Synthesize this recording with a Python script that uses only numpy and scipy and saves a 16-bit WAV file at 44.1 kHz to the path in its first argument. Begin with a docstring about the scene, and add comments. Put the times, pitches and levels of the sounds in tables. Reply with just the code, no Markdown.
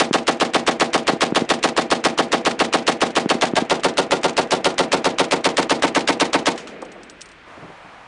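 """An open sandy range: a water-cooled, belt-fed machine gun fires one long string, about seven rounds a second.
Every round is a clack of the lock (steel noise), a crack (bright noise with a sharp front), a boom (dense
reflections shaped by resonances) and the clatter of the feed; the lock grows louder as the listener comes round
to the gun's open side. Another gun thumps further along the line as filtered clicks. Then the echo rolls away
as shaped noise, brass tinkles as decaying sines, and a far rush of noise rises."""
import sys
import numpy as np
from scipy import signal
from scipy.fft import rfft, irfft
from scipy.io import wavfile
from scipy.ndimage import uniform_filter1d

SR = 44100
rng = np.random.default_rng(int(sys.argv[2]) if len(sys.argv) > 2 else 0)


def log_audio(samples):
    """Write samples as a 16-bit WAV file to the path given in sys.argv[1]."""
    # one column per channel
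    frames = np.atleast_2d(samples).T
    # limit to full scale, then quantise
    limited = np.clip(frames, -1, 1)
    pcm = np.round(limited * 32767).astype(np.int16)
    wavfile.write(sys.argv[1], SR, pcm)


N = 355886
SIZE = 8192   # samples in one short sound
AGE = np.arange(SIZE) / SR   # seconds since a short sound began
RUSH_S = 0.0236   # length of the blast's first rush

# moments at which the gun fires, a little uneven and quicker towards the end: [t/s]
ROUNDS = [0, .138, .2779, .4084, .5444, .6741, .8071, .9406, 1.078, 1.2162, 1.3571, 1.4995, 1.637, 1.774,
          1.912, 2.0487, 2.1859, 2.327, 2.4591, 2.6005, 2.7359, 2.8762, 3.0151, 3.1621, 3.3, 3.42, 3.5642,
          3.7062, 3.843, 3.9801, 4.1175, 4.2413, 4.3765, 4.5166, 4.653, 4.7895, 4.927, 5.0527, 5.1935,
          5.3193, 5.4515, 5.578, 5.7044, 5.8313, 5.9576, 6.0842, 6.2078, 6.34, 6.4663]
# colour of steel parts knocking and sliding: [f/Hz, relative level per Hz/dB]
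STEEL = [(200, -9.5), (600, -3.5), (1100, 4), (2000, 0), (3500, -1), (5000, -5), (7000, -6.5),
         (10000, -17.5)]


def booms(thud_db=-46, thud_hz=62, sway=.008):
    """Nearly the same boom at every round, its colour moving between four tones; recoil thuds through the mount."""
    # resonances of the boom in each of its four tones: [f/Hz, width/Hz, level/dB]
    tone_0 = [(141.6, 41, -15), (182.6, 64, -9), (229.5, 18, -1.5), (262, 29, -0.5), (310.4, 42, -3.9),
              (327, 31.5, 0.2), (359, 51, -6.5), (414.1, 21.3, 1.5), (478, 24, 0.5), (548, 73, -1),
              (617, 15, -8), (654.6, 66, -0.7), (725, 74, -11.5), (748, 125, -4.9), (784, 110, -2),
              (863, 25, -3), (965, 78, -4.5), (1100.6, 58, -0.4), (1206, 50, -8.0), (1251, 35, -3),
              (1349, 128, -7), (1470, 154, -11), (1581, 17, -5.5), (1710, 27, -5.5), (1607, 69, -14),
              (1799, 170, -17.5), (1907, 140, -15.5), (2160, 2100, -20)]
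    tone_1 = [(133, 17, -26), (177.6, 98, -12.5), (254, 60, -3.5), (326, 48, -14.5), (367.4, 19, -6),
              (387.7, 43, -4.5), (462, 50, -4.8), (581, 118, -5.5), (629.5, 14, 6), (674, 11.3, 3.5),
              (732, 53, 1.5), (776, 70, -5.5), (894, 69, 0.9), (1030, 94, -9.5), (1144, 49, -2.5),
              (1305, 280, -14.5), (1420, 630, -16), (1624, 26, 0.5), (2050, 280, -12), (2160, 67, -14)]
    tone_2 = [(176, 52, -7), (250, 20, -17.5), (299, 92, -2), (342, 20, -18), (379, 36, 3), (463, 16, 3),
              (558, 55, 4.7), (687, 150, -5), (750, 60, -4.5), (880, 110, -2.5), (1000, 210, -15.5),
              (1000, 180, -9), (1250, 380, -9), (1407, 20, -1.5), (1600, 26, -12.5), (1680, 78, -39),
              (1800, 140, -13.5), (2080, 410, -28.5)]
    tone_3 = [(178, 41, -8.5), (295.4, 93, 3), (405, 74, -4.5), (469, 22, 1), (563, 37, -3.5),
              (594, 170, -2), (716, 68, -2.5), (830, 66, -9), (801, 50, -4.5), (907, 31, 2),
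              (930, 16, -21.5), (995, 26, -3), (1110, 93, -8.5), (1116, 110, -5.5), (1290, 78, -4),
              (1503, 43, -5), (1640, 182, -8), (2080, 920, -13.5)]
    # the boom's colour goes back and forth between four tones: [t/s, position among the tones, 0 to 3]
    colour_path = [(3.31, 0), (3.85, 2.37), (4.45, 1.37), (4.85, 2.43), (5.35, 2.5), (5.85, 3)]
    # colour of the roll over the ground: [f/Hz, relative level per Hz/dB]
    roll_spectrum = [(120, -14), (180, -13.5), (250, 4), (330, -7), (500, -7.5), (800, -11), (1100, -22),
                     (2000, -36.5), (2600, -36)]
    boom_db = -13.2   # every round has the same charge

    out = np.zeros(N)
    scatter = rng.standard_normal(SIZE) * fade(0.1025)
    ground = noise(roll_spectrum)
    tones = np.array([boom_response(scatter, ground, tone) for tone in (tone_0, tone_1, tone_2, tone_3)])
    thud = band(signal.unit_impulse(SIZE), thud_hz / 2, thud_hz * 2, order=1)
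    thud = rms_one(thud, span=0.0051)
    for s in ROUNDS:
        # crossfade the two tones nearest to the position
        share = np.maximum(1 - np.abs(np.arange(len(tones)) - curve(colour_path, s)), 0)
        boom = rms_one(share @ tones) * tones.std()
        # gun and listener sway, so all paths stretch or shrink a little from round to round
        stretch = 1 + sway * rng.standard_normal()
        boom = np.interp(AGE * stretch, AGE, boom) * flicker(depth_db=.8, step_s=.006)
        add(out, s, from_db(boom_db) * boom + from_db(thud_db) * thud)
    return out


def boom_response(scatter, ground, resonances, rise_s=0.0088, roll_db=-7, roll_t60=0.79, count=6):
    """A rush of dense near reflections, then the ground roll; both take the colour of one tone."""
    roll_s = 0.092   # the roll breaks off at this age
    colour = resonance_curve(resonances)
    rush = np.minimum(AGE / rise_s + 0.12, 1) * from_db(-1500 * np.maximum(AGE - RUSH_S, 0))
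    for _ in range(count):   # the reflections settle on the resonances and fill the rush evenly
        phase = np.angle(rfft(scatter))
        scatter = rms_one(irfft(colour * np.exp(1j * phase)))
        power = np.abs(uniform_filter1d(scatter ** 2, size=260))
        scatter = rush * scatter / np.sqrt(power + 0.056)
    ending = from_db(-600 * np.maximum(AGE - roll_s, 0))
    swell = np.minimum(AGE / RUSH_S, 1) ** 2
    decay = from_db(roll_db - 60 * np.maximum(AGE - RUSH_S, 0) / roll_t60)
    roll = ground * swell * decay * ending
    spectrum = rfft(rms_one(scatter, span=RUSH_S) + roll)
    # flatten the broad spectrum, then colour rush and roll together
    broad = np.sqrt(np.abs(uniform_filter1d(np.abs(spectrum) ** 2, size=9)) + 1e-9)
    whole = irfft(spectrum * uniform_filter1d(colour, size=3) / broad)
    whole = whole * np.minimum(AGE / 0.001 + .05, 1) * ending
    return rms_one(whole, span=RUSH_S)   # level of the rush is 1


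def resonance_curve(resonances, blur_hz=22):
    """Gain at every frequency for overlapping resonances."""
    bins_hz = np.fft.rfftfreq(SIZE, 1 / SR)
    hz, width, db = np.transpose(resonances)[:, :, None]
    detuning = 2 * (bins_hz - hz) / np.hypot(width, blur_hz)
    peaks = from_db(db) / (1 + detuning ** 2)
    return np.sqrt(np.sum(peaks ** 2, 0))


def cracks(spread_db=.6, dull_db_per_s=40):
    """The bright edge of the blast: partly alike, partly fresh turbulence; its top flickers and dies first."""
    # colour of the crack: [f/Hz, relative level per Hz/dB]
    crack_spectrum = [(1200, -28.5), (1900, 3), (2300, 1), (3500, 2.5), (4500, -0.5), (6000, -6.5),
                      (8000, -10), (10000, -14.5)]
    crack_db = -15.4
    alike = .3   # share of the power that every round has in common
    out, same, life = np.zeros(N), noise(crack_spectrum), crack_life()
    lowpass = signal.butter(2, 5000, fs=SR, output="sos")
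    for s in ROUNDS:
        crack = np.sqrt(alike) * same + np.sqrt(1 - alike) * noise(crack_spectrum)
        dull = signal.sosfiltfilt(lowpass, crack)
        top = (crack - dull) * from_db(-dull_db_per_s * AGE) * flicker(depth_db=2, step_s=.008)
        body = dull * flicker(depth_db=0.5, step_s=0.0016)
        gain = from_db(crack_db + spread_db * rng.standard_normal())
        add(out, s, gain * life * (body + top))
    return out


def crack_life(front_db=3, front_s=.0007, sag_db_per_s=380, cut_db_per_s=2200,
               scatter_db=-18.5, scatter_rise_s=.035, scatter_hold_s=.02, scatter_db_per_s=560):
    """A sharp front sags through the first rush and breaks off; weaker scatter from the ground follows."""
    front = front_db * np.exp(-AGE / front_s)
    direct_db = front - sag_db_per_s * AGE - cut_db_per_s * np.maximum(AGE - RUSH_S, 0)
    scatter = from_db(scatter_db) * envelope(AGE, scatter_rise_s, scatter_hold_s, scatter_db_per_s)
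    return np.hypot(from_db(direct_db), scatter)


def action(spread_db=.9, slide_db=-10, slack_s=.003, rattle_t60=0.057):
    """The lock slides home and closes just before each round; belt and feed rattle after it."""
    # lock opens, belt is pulled, case drops: [mean delay after the round/s, mean level/dB]
    feed = [(.035, -25.5), (.045, -24.5), (.059, -43), (.088, -42)]
    # the action comes to rest: [t/s, level/dB]
    last_clacks = [(6.559, -44), (6.577, -31), (6.672, -37)]
    slide_s = 0.0075      # the lock slides this long before it closes
    lock_lead_s = .0083   # the lock closes this long before the round fires
    # the lock grows louder as the listener comes round to the open side
    approach_s, lock_levels_db = [3.3, 6.1], [-22.0, -16.5]

    out = np.zeros(N)
    slide = np.minimum(AGE / slide_s, 1) ** 2 * from_db(-3000 * np.maximum(AGE - slide_s, 0))
    rattle = np.minimum(AGE / .003, 1) * fade(rattle_t60)
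    for s in ROUNDS:
        lock_db = np.interp(s, approach_s, lock_levels_db) + spread_db * rng.standard_normal()
        closes = s - lock_lead_s
        add(out, closes - slide_s, from_db(lock_db + slide_db) * noise(STEEL) * slide)
        add(out, closes, from_db(lock_db) * clack(ring_db=-1, t60=0.048))
        chances = rng.standard_normal((len(feed), 2))
        for (delay, feed_db), (slip, force) in zip(feed, chances):
            clatter = noise(STEEL) * rattle * flicker(depth_db=3.0, step_s=0.0037)
            add(out, s + delay + slack_s * slip, from_db(feed_db + 3.3 * force) * clatter)
    for s, db in last_clacks:
        add(out, s, from_db(db) * clack(ring_db=-1, t60=0.21))
    return out


def clack(ring_db, t60):
    """Steel meets steel: a brief contact, and a dense ring that differs from blow to blow."""
    contact, attack = fade(.02), np.minimum(AGE / .0003, 1)
    return noise(STEEL) * (contact + from_db(ring_db) * fade(t60)) * attack


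def other_guns(low_hz=170, high_hz=400, edge_db=-14):
    """Heard from afar, a shot is one rounded pressure swing with a little edge, or a dull pop."""
    # the gun further along the line: [t/s, peak level of the swing/dB]
    other_gun = [(0.11, -7.5), (1.134, -8.5), (1.323, -7), (1.4199, -8.5), (3.2592, -6.5), (3.351, -10.5),
                 (3.442, -21), (3.5354, -8), (3.622, -8.5)]
    # single far shots: [t/s, level before a common 2 dB lift/dB]
    far_shots = [(6.822, -29), (6.96, -41), (7.004, -44)]
    out, click = np.zeros(N), signal.unit_impulse(SIZE)
    swing = band(band(click, low_hz, high_hz), 80, 4000)
    edge = band(click, 390, 1000)
    shot = swing / np.abs(swing).max() + from_db(edge_db) * edge / np.abs(edge).max()
    for s, db in other_gun:
        add(out, s, from_db(db) * shot)
    for s, db in far_shots:
        pop = band(rng.standard_normal(SIZE) * fade(0.059), 310, 950, order=3)
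        add(out, s, from_db(db + 2) * rms_one(pop, span=0.0092))
    return out


def cases(tick_db=0, spread=.025):
    """Brass lands on the heap: a tick, and a ring at a pitch of its own for each case."""
    # spent cases land: [t/s, level/dB]
    landings = [(6.819, -41), (6.85, -46), (6.9184, -42), (7.033, -42.5), (7.098, -38), (7.209, -39),
                (7.2157, -32), (7.258, -45), (7.2887, -47), (7.316, -47)]
    # modes of a brass case: [mean f/Hz, mean level/dB, t60/s]
    brass = [(4500, -8, 0.024), (5800, 0, .012), (6140, -12, .012), (6950, -10, .03), (8200, -11, 0.091),
             (9040, -19, 0.15)]
    out = np.zeros(N)
    for s, db in landings:
        pitch = 1 + spread * rng.uniform(-1.3, 1)
        ring = np.zeros(SIZE)
        for hz, level, t60 in brass:
            gain = from_db(level + rng.normal(0, 1.3))
            ring += gain * np.sin(2 * np.pi * hz * pitch * AGE) * fade(t60)
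        tick = rms_one(band(rng.standard_normal(SIZE), 2700, 7600)) * fade(0.039)
        add(out, s, from_db(db) * (ring + from_db(tick_db) * tick))
    return out


def tree_echo(field_db=-38, forest_db=-41, answer_s=.22, answer_db=-37):
    """Each round rolls briefly off the open field and long off the forest, whose edge gives one dull answer."""
    # colour of the echo: [f/Hz, relative level per Hz/dB]
    echo_spectrum = [(110, -18.5), (170, 7), (260, 9), (500, 8), (700, 3.5), (1000, -7), (1500, -5.5),
                     (2400, -5.5), (4000, -24), (10000, -105)]
    out, age = np.zeros(N), np.arange(2 * SR) / SR
    field = from_db(field_db) * envelope(age, attack_s=.05, hold_s=.005, fall_db_per_s=150)
    forest = from_db(forest_db) * envelope(age - answer_s, attack_s=.04, hold_s=.14, fall_db_per_s=33)
    roll = noise(echo_spectrum, size=len(age)) * np.hypot(field, forest)
    answer = rms_one(band(rng.standard_normal(SIZE), 220, 700))
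    answer = answer * np.minimum(AGE / 0.011, 1) * fade(0.23)
    for s in ROUNDS:
        add(out, s, roll)
        add(out, s + answer_s, from_db(answer_db) * answer)
    return out


def surroundings(air_db=-46.5, rush_start_s=7.45, rush_db=-42.7):
    """Open air as steady noise, a far rush that swells late, and a few soft bumps of low noise."""
    # colours of the open air and of the far rush: [f/Hz, relative level per Hz/dB]
    air_spectrum = [(20, -13.5), (40, 1), (60, -3), (90, -4), (250, -3), (400, -4), (800, -5.5), (1500, -1),
                    (2400, -4), (3400, -11.5), (5000, -20), (10000, -35.5)]
    rush_spectrum = [(100, -15), (300, -17), (500, 0), (700, 5.5), (1200, 3), (1600, -3), (2200, -8),
                     (3500, -17), (6000, -23.5), (10000, -30)]
    # soft bumps: [t/s, level before a common 3 dB lift and the fade/dB]
    bumps = [(7.473, -46), (7.573, -41), (7.624, -37), (7.646, -46), (7.69, -46), (7.844, -45)]
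    out = from_db(air_db) * noise(air_spectrum, size=N)
    rush_age = np.arange(N) / SR - rush_start_s
    swell = envelope(rush_age, attack_s=.03, hold_s=.04, fall_db_per_s=5)
    out += from_db(rush_db) * swell * noise(rush_spectrum, size=N)
    for s, db in bumps:
        bump = rms_one(band(rng.standard_normal(SIZE), 127, 450))
        add(out, s, from_db(db + 3) * bump * fade(0.25) * np.minimum(AGE / 0.0042, 1))
    return out


def from_db(db):
    """Decibels to gain."""
    return 10 ** (np.asarray(db) / 20)


def rms_one(x, span=None):
    """Scale to rms 1 over the first span seconds, or over all."""
    part = x[:span and int(span * SR)]
    return x / np.sqrt(np.mean(part ** 2) + 1e-20)


def curve(rows, t):
    """Join rows [t/s, value] by straight lines."""
    return np.interp(t, *np.transpose(rows))


def noise(spectrum, size=SIZE):
    """Noise of rms 1 with the given spectrum, falling away below its first point."""
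    hz, db = np.transpose(spectrum)
    f = np.fft.rfftfreq(size, 1 / SR) + 1e-3   # keeps the logarithm finite at 0 Hz
    gain = from_db(np.interp(np.log(f), np.log(hz), db)) * np.minimum(f / hz[0], 1) ** 2
    return rms_one(irfft(rfft(rng.standard_normal(size)) * gain, size))


def band(x, low_hz, high_hz, order=2):
    """Causal band-pass."""
    return signal.sosfilt(signal.butter(order, [low_hz, high_hz], "band", fs=SR, output="sos"), x)


def fade(t60):
    """Exponential decay by 60 dB in t60 seconds."""
    return from_db(-60 * AGE / t60)


def envelope(age, attack_s, hold_s, fall_db_per_s):
    """Rise to 1, hold, then die away."""
    return np.clip(age / attack_s, 0, 1) * from_db(-fall_db_per_s * np.maximum(age - attack_s - hold_s, 0))


def flicker(depth_db, step_s):
    """A gain that wanders at random, with a new value every step_s seconds."""
    values = rng.standard_normal(SIZE // 16)
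    return from_db(depth_db * np.interp(AGE / step_s, np.arange(len(values)), values))


def add(out, s, sound):
    """Mix a sound in at time s; one that would start outside the scene is left out."""
    at = round(s * SR)
    if 0 <= at < N:
        out[at:at + len(sound)] += sound[:N - at]


def scene():
    """All sources at one microphone."""
    gun = booms() + cracks() + action()
    return (gun + other_guns() + cases() + tree_echo() + surroundings())[None]


def record(dry):
    """The microphone rounds the highest peaks towards a ceiling; a steep low-pass cuts the treble."""
    ceiling, cutoff_hz = .54, 10050
    rounded = dry / (1 + (dry / ceiling) ** 4) ** (1 / 4)
    return signal.sosfilt(signal.ellip(10, .1, 62, cutoff_hz, fs=SR, output="sos"), rounded)


dry = scene()
out = record(dry)
log_audio(out)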